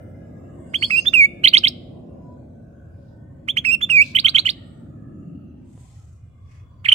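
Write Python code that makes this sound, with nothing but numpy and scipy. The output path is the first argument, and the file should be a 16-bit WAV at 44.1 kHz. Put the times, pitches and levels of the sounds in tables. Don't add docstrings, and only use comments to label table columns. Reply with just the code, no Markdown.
import sys
import numpy as np
from scipy import signal
from scipy.fft import rfft, irfft, next_fast_len
from scipy.io import wavfile
from scipy.ndimage import uniform_filter1d

SR = 44100
rng = np.random.default_rng(int(sys.argv[2]) if len(sys.argv) > 2 else 0)


def unload_wav(signal):
    wavfile.write(
        sys.argv[1],
        SR,
        np.round(np.clip(np.atleast_2d(signal).T, -1, 1) * 32767).astype(np.int16),
    )


N = 306054
TIME = np.arange(N) / SR


def from_db(db):
    return 10 ** (np.asarray(db) / 20)


def rms_one(x):
    return x / np.sqrt(np.mean(x ** 2) + 1e-20)


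def over_time(points):
    return np.interp(TIME, *np.transpose(points))


def at_hz(points, hz):
    f, value = np.transpose(points)
    return np.interp(np.log(np.maximum(hz, 1)), np.log(f), value)


def colour(x, gain_at):
    length = x.shape[-1]
    size = next_fast_len(length + 4096)
    hz = np.arange(size // 2 + 1) * SR / size
    return irfft(rfft(x, size) * gain_at(hz), size)[..., :length]


def flutter(rate_hz):
    return rms_one(colour(rng.standard_normal(N), lambda hz: 1 / (1 + (hz / rate_hz) ** 2)))


def hiss(spectrum):
    return rms_one(colour(rng.standard_normal(N), lambda hz: from_db(at_hz(spectrum, hz))))


def patchy(x, depth_db, size=1024):
    bins = signal.stft(x, nperseg=size)[2]
    field = uniform_filter1d(rng.standard_normal(bins.shape[-2:]), size=3, axis=0)
    field = rms_one(uniform_filter1d(field, size=30, axis=1))
    return signal.istft(bins * from_db(depth_db * field), nperseg=size)[1][..., :x.shape[-1]]


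# (frequency [Hz], left-right correlation [-1 to 1])
EAR_LIKENESS = [(30, 1), (100, .97), (200, 0.94), (350, 0.57), (700, 0.0044), (1500, 0.16), (16000, 0.02)]


def likeness(hz):
    return np.clip(at_hz(EAR_LIKENESS, hz), -.99, .99)


def ambience(spectrum):
    mid, side = rng.standard_normal((2, N))
    mid = colour(mid, lambda hz: from_db(at_hz(spectrum, hz)) * np.sqrt(1 + likeness(hz)))
    side = colour(side, lambda hz: from_db(at_hz(spectrum, hz)) * np.sqrt(1 - likeness(hz)))
    return np.array([mid + side, mid - side])


def swells(rows, grain_db):
    out = np.zeros((2, N))
    for centre_s, half_s, centre_hz, octaves, db in rows:
        on = np.abs(TIME - centre_s) < 3 * half_s
        band = lambda hz: 1 / (1 + (np.log2((hz + 1) / centre_hz) / octaves) ** 2) ** 2
        mid, side = colour(rng.standard_normal((2, N))[:, on], band)
        alike = likeness(centre_hz)
        noise = rms_one(np.sqrt(1 + alike) * mid + np.sqrt(1 - alike) * side * [[1], [-1]])
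        bell = np.exp(-((TIME[on] - centre_s) / half_s) ** 2)
        out[:, on] += from_db(db) * noise * bell
    return out * from_db(grain_db * flutter(60))


# (frequency [Hz], relative level [dB])
AIR_COLOUR = [(400, -7), (800, -4.5), (1050, 1), (1400, -3), (2000, -12.5), (3000, -21), (4500, -26.5),
              (8000, -25.5), (11000, -33), (15500, -32.5)]
# (time [s], level [dB])
AIR_LEVEL = [(0, -59.5), (2.2, -64), (3.2, -64.5), (4.8, -63), (5.7, -67.5), (6.94, -63.5)]


def air():
    return from_db(over_time(AIR_LEVEL)) * rms_one(patchy(ambience(AIR_COLOUR), depth_db=6.5))


# (time [s], half length [s], centre [Hz], width [octaves], peak level before grain [dB])
FAR_HUMS = [(.35, 0.32, 1660, .03, -66), (.6, .9, 93, 0.06, -51.5), (6.4, 0.5, 90.3, 0.038, -50.5),
            (1.2, .9, 349.7, .05, -48), (1.7, 0.67, 244.6, .03, -50), (2.3, 0.071, 987, 0.015, -54.5),
            (2.95, .45, 1512, .06, -67), (3.3, 1.4, 554.6, 0.059, -58.5), (5.2, 0.32, 1262, 0.12, -65.5),
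            (5.4, 0.29, 2740, .12, -74), (6.58, 0.25, 3400, 0.0295, -76.5)]


def far_tones():
    return swells(FAR_HUMS, grain_db=1.0)


# (time [s], engine level before trim [dB], tyre level before trim [dB])
TRAFFIC_LEVEL = [(0, -42.5, -50.5), (2.2, -41, -49.5), (2.9, -50, -58.5), (3.7, -42, -58.5),
                 (4.7, -43.5, -57.5), (5.3, -37, -59), (5.74, -46, -67.5), (5.86, -59, -69),
                 (6.6, -62, -70.5), (6.94, -55.5, -65)]
# (frequency [Hz], relative level [dB])
TRAFFIC_TONE = [(20, -29.5), (35, -19.5), (60, -9.5), (88, 0), (130, -1), (190, -4.5), (250, -3.5),
                (340, -11), (440, -20.5), (560, -16), (680, -19.5), (850, -34), (1100, -36)]


def traffic(rumble_db=-44.5, engine_trim_db=-1.15, tyre_trim_db=0.5):
    time_s, engine_db, tyre_db = np.transpose(TRAFFIC_LEVEL)
    engine = np.interp(TIME, time_s, engine_db) + engine_trim_db
    tyres = np.interp(TIME, time_s, tyre_db) + tyre_trim_db
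    noise, out = ambience(TRAFFIC_TONE), 0
    for band_hz, db in [((15, 140), rumble_db), ((140, 400), engine), ((400, 900), tyres)]:
        bandpass = signal.butter(4, band_hz, "band", fs=SR, output="sos")
        part = signal.sosfiltfilt(bandpass, noise, padtype="even")
        out = out + rms_one(part) * from_db(db)
    return out


# (time [s], half length [s], centre [Hz], width [octaves], peak level before grain and patchiness [dB])
FEATHER_RUSTLES = [(.66, 0.11, 8000, .21, -68.5), (.84, 0.04, 4440, 0.044, -32), (.86, .09, 8050, .39, -54),
                   (.96, .12, 4257, 0.021, -51), (.94, 0.12, 4940, .09, -44.5),
                   (1.02, 0.11, 6260, 0.071, -52.5), (3.08, 0.1, 4160, 0.68, -77.5),
                   (4.07, .054, 3890, .83, -46), (4.683, .14, 8000, 0.086, -72),
                   (5.821, 0.12, 7800, 0.44, -65), (5.976, .2, 6830, .6, -68), (5.9, .22, 2870, 1, -68.5),
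                   (6.545, 0.081, 5500, .7, -70.5), (6.56, .08, 2090, 0.59, -64)]


def feathers():
    return patchy(swells(FEATHER_RUSTLES, grain_db=1.5), depth_db=3.5)


def perch(tap_s=5.776, onset_db=-47, decay_s=0.0044, corner_hz=700):
    since = TIME - tap_s
    thud = rms_one(colour(rng.standard_normal(N), lambda hz: 1 / (1 + (hz / corner_hz) ** 2)))
    return from_db(onset_db) * thud * (since > 0) * np.exp(-np.abs(since) / decay_s)


# (delay [s], level before wall colour [dB])
WALL_ECHOES = [(0.0127, -31.5), (.0172, -34)]
# (frequency [Hz], gain [dB])
WALL_COLOUR = [(1000, 4), (2200, 4), (3200, 4.5), (3800, 5.5), (4600, 3), (6000, 6.5), (9000, 7),
               (15000, 1)]


def walls(x, near_db=-27, near_t60=.14, far_db=-35, far_t60=0.64, gap_s=0.001):
    t = np.arange(SR) / SR
    response = 0
    for db, t60 in (near_db, near_t60), (far_db, far_t60):
        fade_in = np.clip(t / gap_s - 1, 0, 1)
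        echoes = rng.standard_normal((2, SR)) * from_db(-60 * t / t60) * fade_in
        response = response + from_db(db) * rms_one(echoes) / np.sqrt(SR)
    for delay_s, db in WALL_ECHOES:
        response[:, int(delay_s * SR)] += from_db(db)
    response = colour(response, lambda hz: from_db(at_hz(WALL_COLOUR, hz)))
    return signal.fftconvolve(x[None], response, axes=1)[:, :N]


def sing(shape, rows, flick_share=.22):
    share, hz, db = np.transpose(shape)
    closing = np.clip(1 - (1 - share) / flick_share, 0, 1)
    notes = []
    for start_s, length_s, semitones, level_db, crescendo_db, flick in rows:
        time_s = start_s + length_s * share
        pitch_hz = hz * 2 ** ((semitones + flick * closing) / 12)
        note_db = db + level_db + crescendo_db * (share - .5)
        notes.append(np.transpose([time_s, pitch_hz, note_db]))
    return notes


OVERTONE_LEVELS = [-33, -39, -42, -47, -54.5]
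# (time [s], gain [dB])
OCTAVE_GAIN = [(.8, -3.5), (1.2, -3), (1.7, -3), (3.5, 1.5), (3.8, 7.5), (4.0, -0.5), (4.4, -1.5), (6.9, 5)]
# (frequency [Hz], gain [dB])
BEAK_COLOUR = [(4000, -1), (5500, -2), (7000, -2.5), (8300, 11), (9500, -2), (11000, -3.5), (12200, -3),
               (14000, 6), (16000, -2.5)]
# (frequency [Hz], relative level [dB])
HALO_COLOUR = [(700, -7), (1200, 6), (1800, 1.5), (2600, 10), (4000, 11), (6000, -3.5), (7000, -5.5),
               (8500, 0), (11000, -13.5), (14500, -5), (16000, -10.5)]
# (frequency [Hz], relative level [dB])
SCRATCH_COLOUR = [(600, -35.5), (1200, 3.5), (1900, 3.5), (3000, -2), (4500, -23.5), (9000, -27),
                  (15000, -37.5)]


def syrinx(notes, overtone_db, halo_db, scratch_db, scratch_s=.004, edge_s=0.0012,
           jitter=.003, shimmer_db=0.56, half_db=-40, waver_db=2.5):
    pitch, level, start = np.full(N, 2500.), np.zeros(N), np.zeros(N)
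    for note in notes:
        s, hz, db = np.transpose(note)
        on = slice(*np.searchsorted(TIME, [s[0] - 3 * scratch_s, s[-1] + 2 * edge_s]))
        t = TIME[on]
        gate = np.clip(np.minimum(t - s[0], s[-1] - t) / edge_s + 1, 0, 1)
        pitch[on] = np.interp(t, s, hz)
        level[on] = gate * from_db(np.interp(t, s, db))
        start[on] = np.exp(-((t - s[0]) / scratch_s) ** 2)
    pitch = uniform_filter1d(pitch, size=40) * (1 + jitter * flutter(360))
    level = np.abs(uniform_filter1d(level, size=30)) * from_db(shimmer_db * flutter(100))

    phase = 2 * np.pi * np.cumsum(pitch) / SR
    tone = np.sin(phase) + from_db(half_db) * np.sin(phase / 2)
    singing = level > 1e-5
    for k, db in enumerate(OVERTONE_LEVELS, 2):
        hz = k * pitch[singing]
        waver = from_db(overtone_db + waver_db * flutter(30))[singing]
        if k == 2:
            db = db + over_time(OCTAVE_GAIN)[singing]
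        gain = from_db(db + at_hz(BEAK_COLOUR, hz)) * waver
        tone[singing] += gain * np.sin(k * phase[singing]) * (hz < SR / 2)

    follow = level ** .6 * (pitch / 3000) ** .8
    halo = from_db(halo_db) * follow * patchy(hiss(HALO_COLOUR), depth_db=8, size=256)
    scratch = from_db(scratch_db) * start * hiss(SCRATCH_COLOUR)
    return np.sqrt(2) * level * tone + halo + scratch


# (share of its length [0-1], pitch [Hz], level [dB]),
# before each sung note's transposition and level
CHIP_GESTURE = [(0.0, 2193, -18.5), (0.057, 2020, -3), (0.189, 2950, -0.17), (0.669, 3358, -0.35),
                (1.0, 3563, -23)]
SLUR_GESTURE = [(0.0, 2281, -17), (0.035, 2148, -0.6), (0.063, 2716, -4.5), (0.464, 2450, 0.3),
                (0.668, 2732, -2.5), (0.823, 2767, 2), (0.942, 2760, 0.5), (1.0, 2600, -16.5)]
PIP_GESTURE = [(0.0, 2410, -22), (0.093, 3363, -17), (0.46, 3493, 0.16), (0.807, 3563, -2.34),
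               (1.0, 3410, -22.5)]
WHISTLE_GESTURE = [(0, 2260, -20.5), (.047, 2870, 0), (.228, 2535, -3), (.52, 2411, 2), (.61, 2280, 0.6),
                   (.71, 2240, 1.1), (.84, 2205, 2), (.935, 2274, 0.5), (1, 2373, -23.5)]
TWIRL_GESTURE = [(0, 2313, -22.5), (.08, 3018, -6.5), (.21, 3001, -0.7), (.335, 3316, -1.4),
                 (.4, 2340, -11), (.46, 2030, -14), (.61, 2175, -11.5), (.69, 3430, 0), (.73, 3828, -8.5),
                 (.785, 3770, -6), (.88, 4576, -8.5), (1, 4977, -27.5)]
SQUEAK_GESTURE = [(0, 3700, -27.5), (.22, 2900, -10.5), (.68, 2170, 1), (1, 1750, -7)]
YELP_GESTURE = [(0.0, 2060, -12.5), (0.205, 2858, -8.5), (0.332, 3130, -1.5), (0.707, 2939, -2.1),
                (1.0, 2548, -17)]
# (start [s], length [s], transposition [semitones], level added to the gesture [dB],
# crescendo from start to end [dB], closing flick [semitones])
CHIP_NOTES = [(0.7406, 0.033, -0.073, -14, 1.27, -0.1), (0.823, 0.037, -0.08, -13.0, -2.5, -0.28),
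              (3.483, 0.0347, 0.37, -15, 2, 0.1), (3.5683, 0.034, 0.076, -14.5, -11, -1.43)]
SLUR_NOTES = [(0.9037, 0.0976, -0.12, -11.5, 0.5, 0.2), (3.647, 0.11, 0.097, -11.5, -1.5, -0.7)]
PIP_NOTES = [(1.055, 0.0402, 0.1, -8.5, 4, 0.97), (3.813, 0.0419, 0.05, -11.5, -2.5, -0.9)]
WHISTLE_NOTES = [(1.1336, .131, -.1, -7.5, -2.9, .1), (3.8952, .139, .05, -8.5, 3, 3.4)]
TWIRL_NOTES = [(1.4372, 0.056, -.15, -1.26, 2, -0.7), (1.5321, 0.058, .11, -2.2, -2, 1.5),
               (1.6344, .057, .28, -6, -0.8, 1.8), (4.1486, .0585, -.1, -6, -1.5, 0),
               (4.244, 0.06, .4, -6, -5.5, -0.94), (4.3446, .06, .45, -4.5, 1, -2.6),
               (4.452, .059, -.45, -8.5, 2, 1)]
SQUEAK_NOTES = [(6.8485, .0185, .05, -13.5, -2, .1)]
YELP_NOTES = [(6.8837, 0.017, 0.2, -4.5, -4, 0.26), (6.9172, 0.018, 0.18, 0.18, 1, 2.3)]
# (time [s], left gain against right, before shading [dB])
HEAD_AIM = [(.75, -3.5), (.85, -4.5), (.95, -3), (1.2, -2.5), (1.55, -2.5), (3.5, -3), (3.7, -5.5),
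            (3.84, -2), (4.0, -4.5), (4.45, -3.5), (6.92, -3.5)]
# (frequency [Hz], gain [dB])
LEFT_SHADE = [(1000, -4.5), (1600, -4.5), (2300, -1), (2750, -10.5), (3150, -1), (3600, -4.5),
              (4000, -14.5), (4600, -2.5), (5500, 3), (7000, -15), (8200, -26.5), (11000, -15),
              (15000, -7.5)]


def bird(left_lag_s=.000306, yelp_echo_db=7):
    opening_notes = sing(CHIP_GESTURE, CHIP_NOTES) + sing(SLUR_GESTURE, SLUR_NOTES)
    opening_notes += sing(PIP_GESTURE, PIP_NOTES) + sing(WHISTLE_GESTURE, WHISTLE_NOTES)
    twirl_notes = sing(TWIRL_GESTURE, TWIRL_NOTES)
    yelp_notes = sing(SQUEAK_GESTURE, SQUEAK_NOTES) + sing(YELP_GESTURE, YELP_NOTES)

    opening = syrinx(opening_notes, overtone_db=3, halo_db=-48.5, scratch_db=-30.5, scratch_s=0.0046)
    twirls = syrinx(twirl_notes, overtone_db=-5.5, halo_db=-31, scratch_db=-34)
    yelps = syrinx(yelp_notes, overtone_db=-6.5, halo_db=-33, scratch_db=-32)

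    song = opening + twirls + yelps
    lag = lambda hz: np.exp(-2j * np.pi * hz * left_lag_s)
    left = colour(song, lambda hz: from_db(at_hz(LEFT_SHADE, hz)) * lag(hz))
    left *= from_db(over_time(HEAD_AIM))
    return np.array([left, song]) + walls(opening + twirls + from_db(yelp_echo_db) * yelps)


def scene():
    return air() + far_tones() + traffic() + feathers() + perch() + bird()


def record(dry, ceiling=0.98, cutoff_hz=16000):
    lowpass = signal.cheby2(16, 60, cutoff_hz + 600, fs=SR, output="sos")
    return signal.sosfilt(lowpass, np.clip(dry, -ceiling, ceiling))


dry = scene()
out = record(dry)
unload_wav(out)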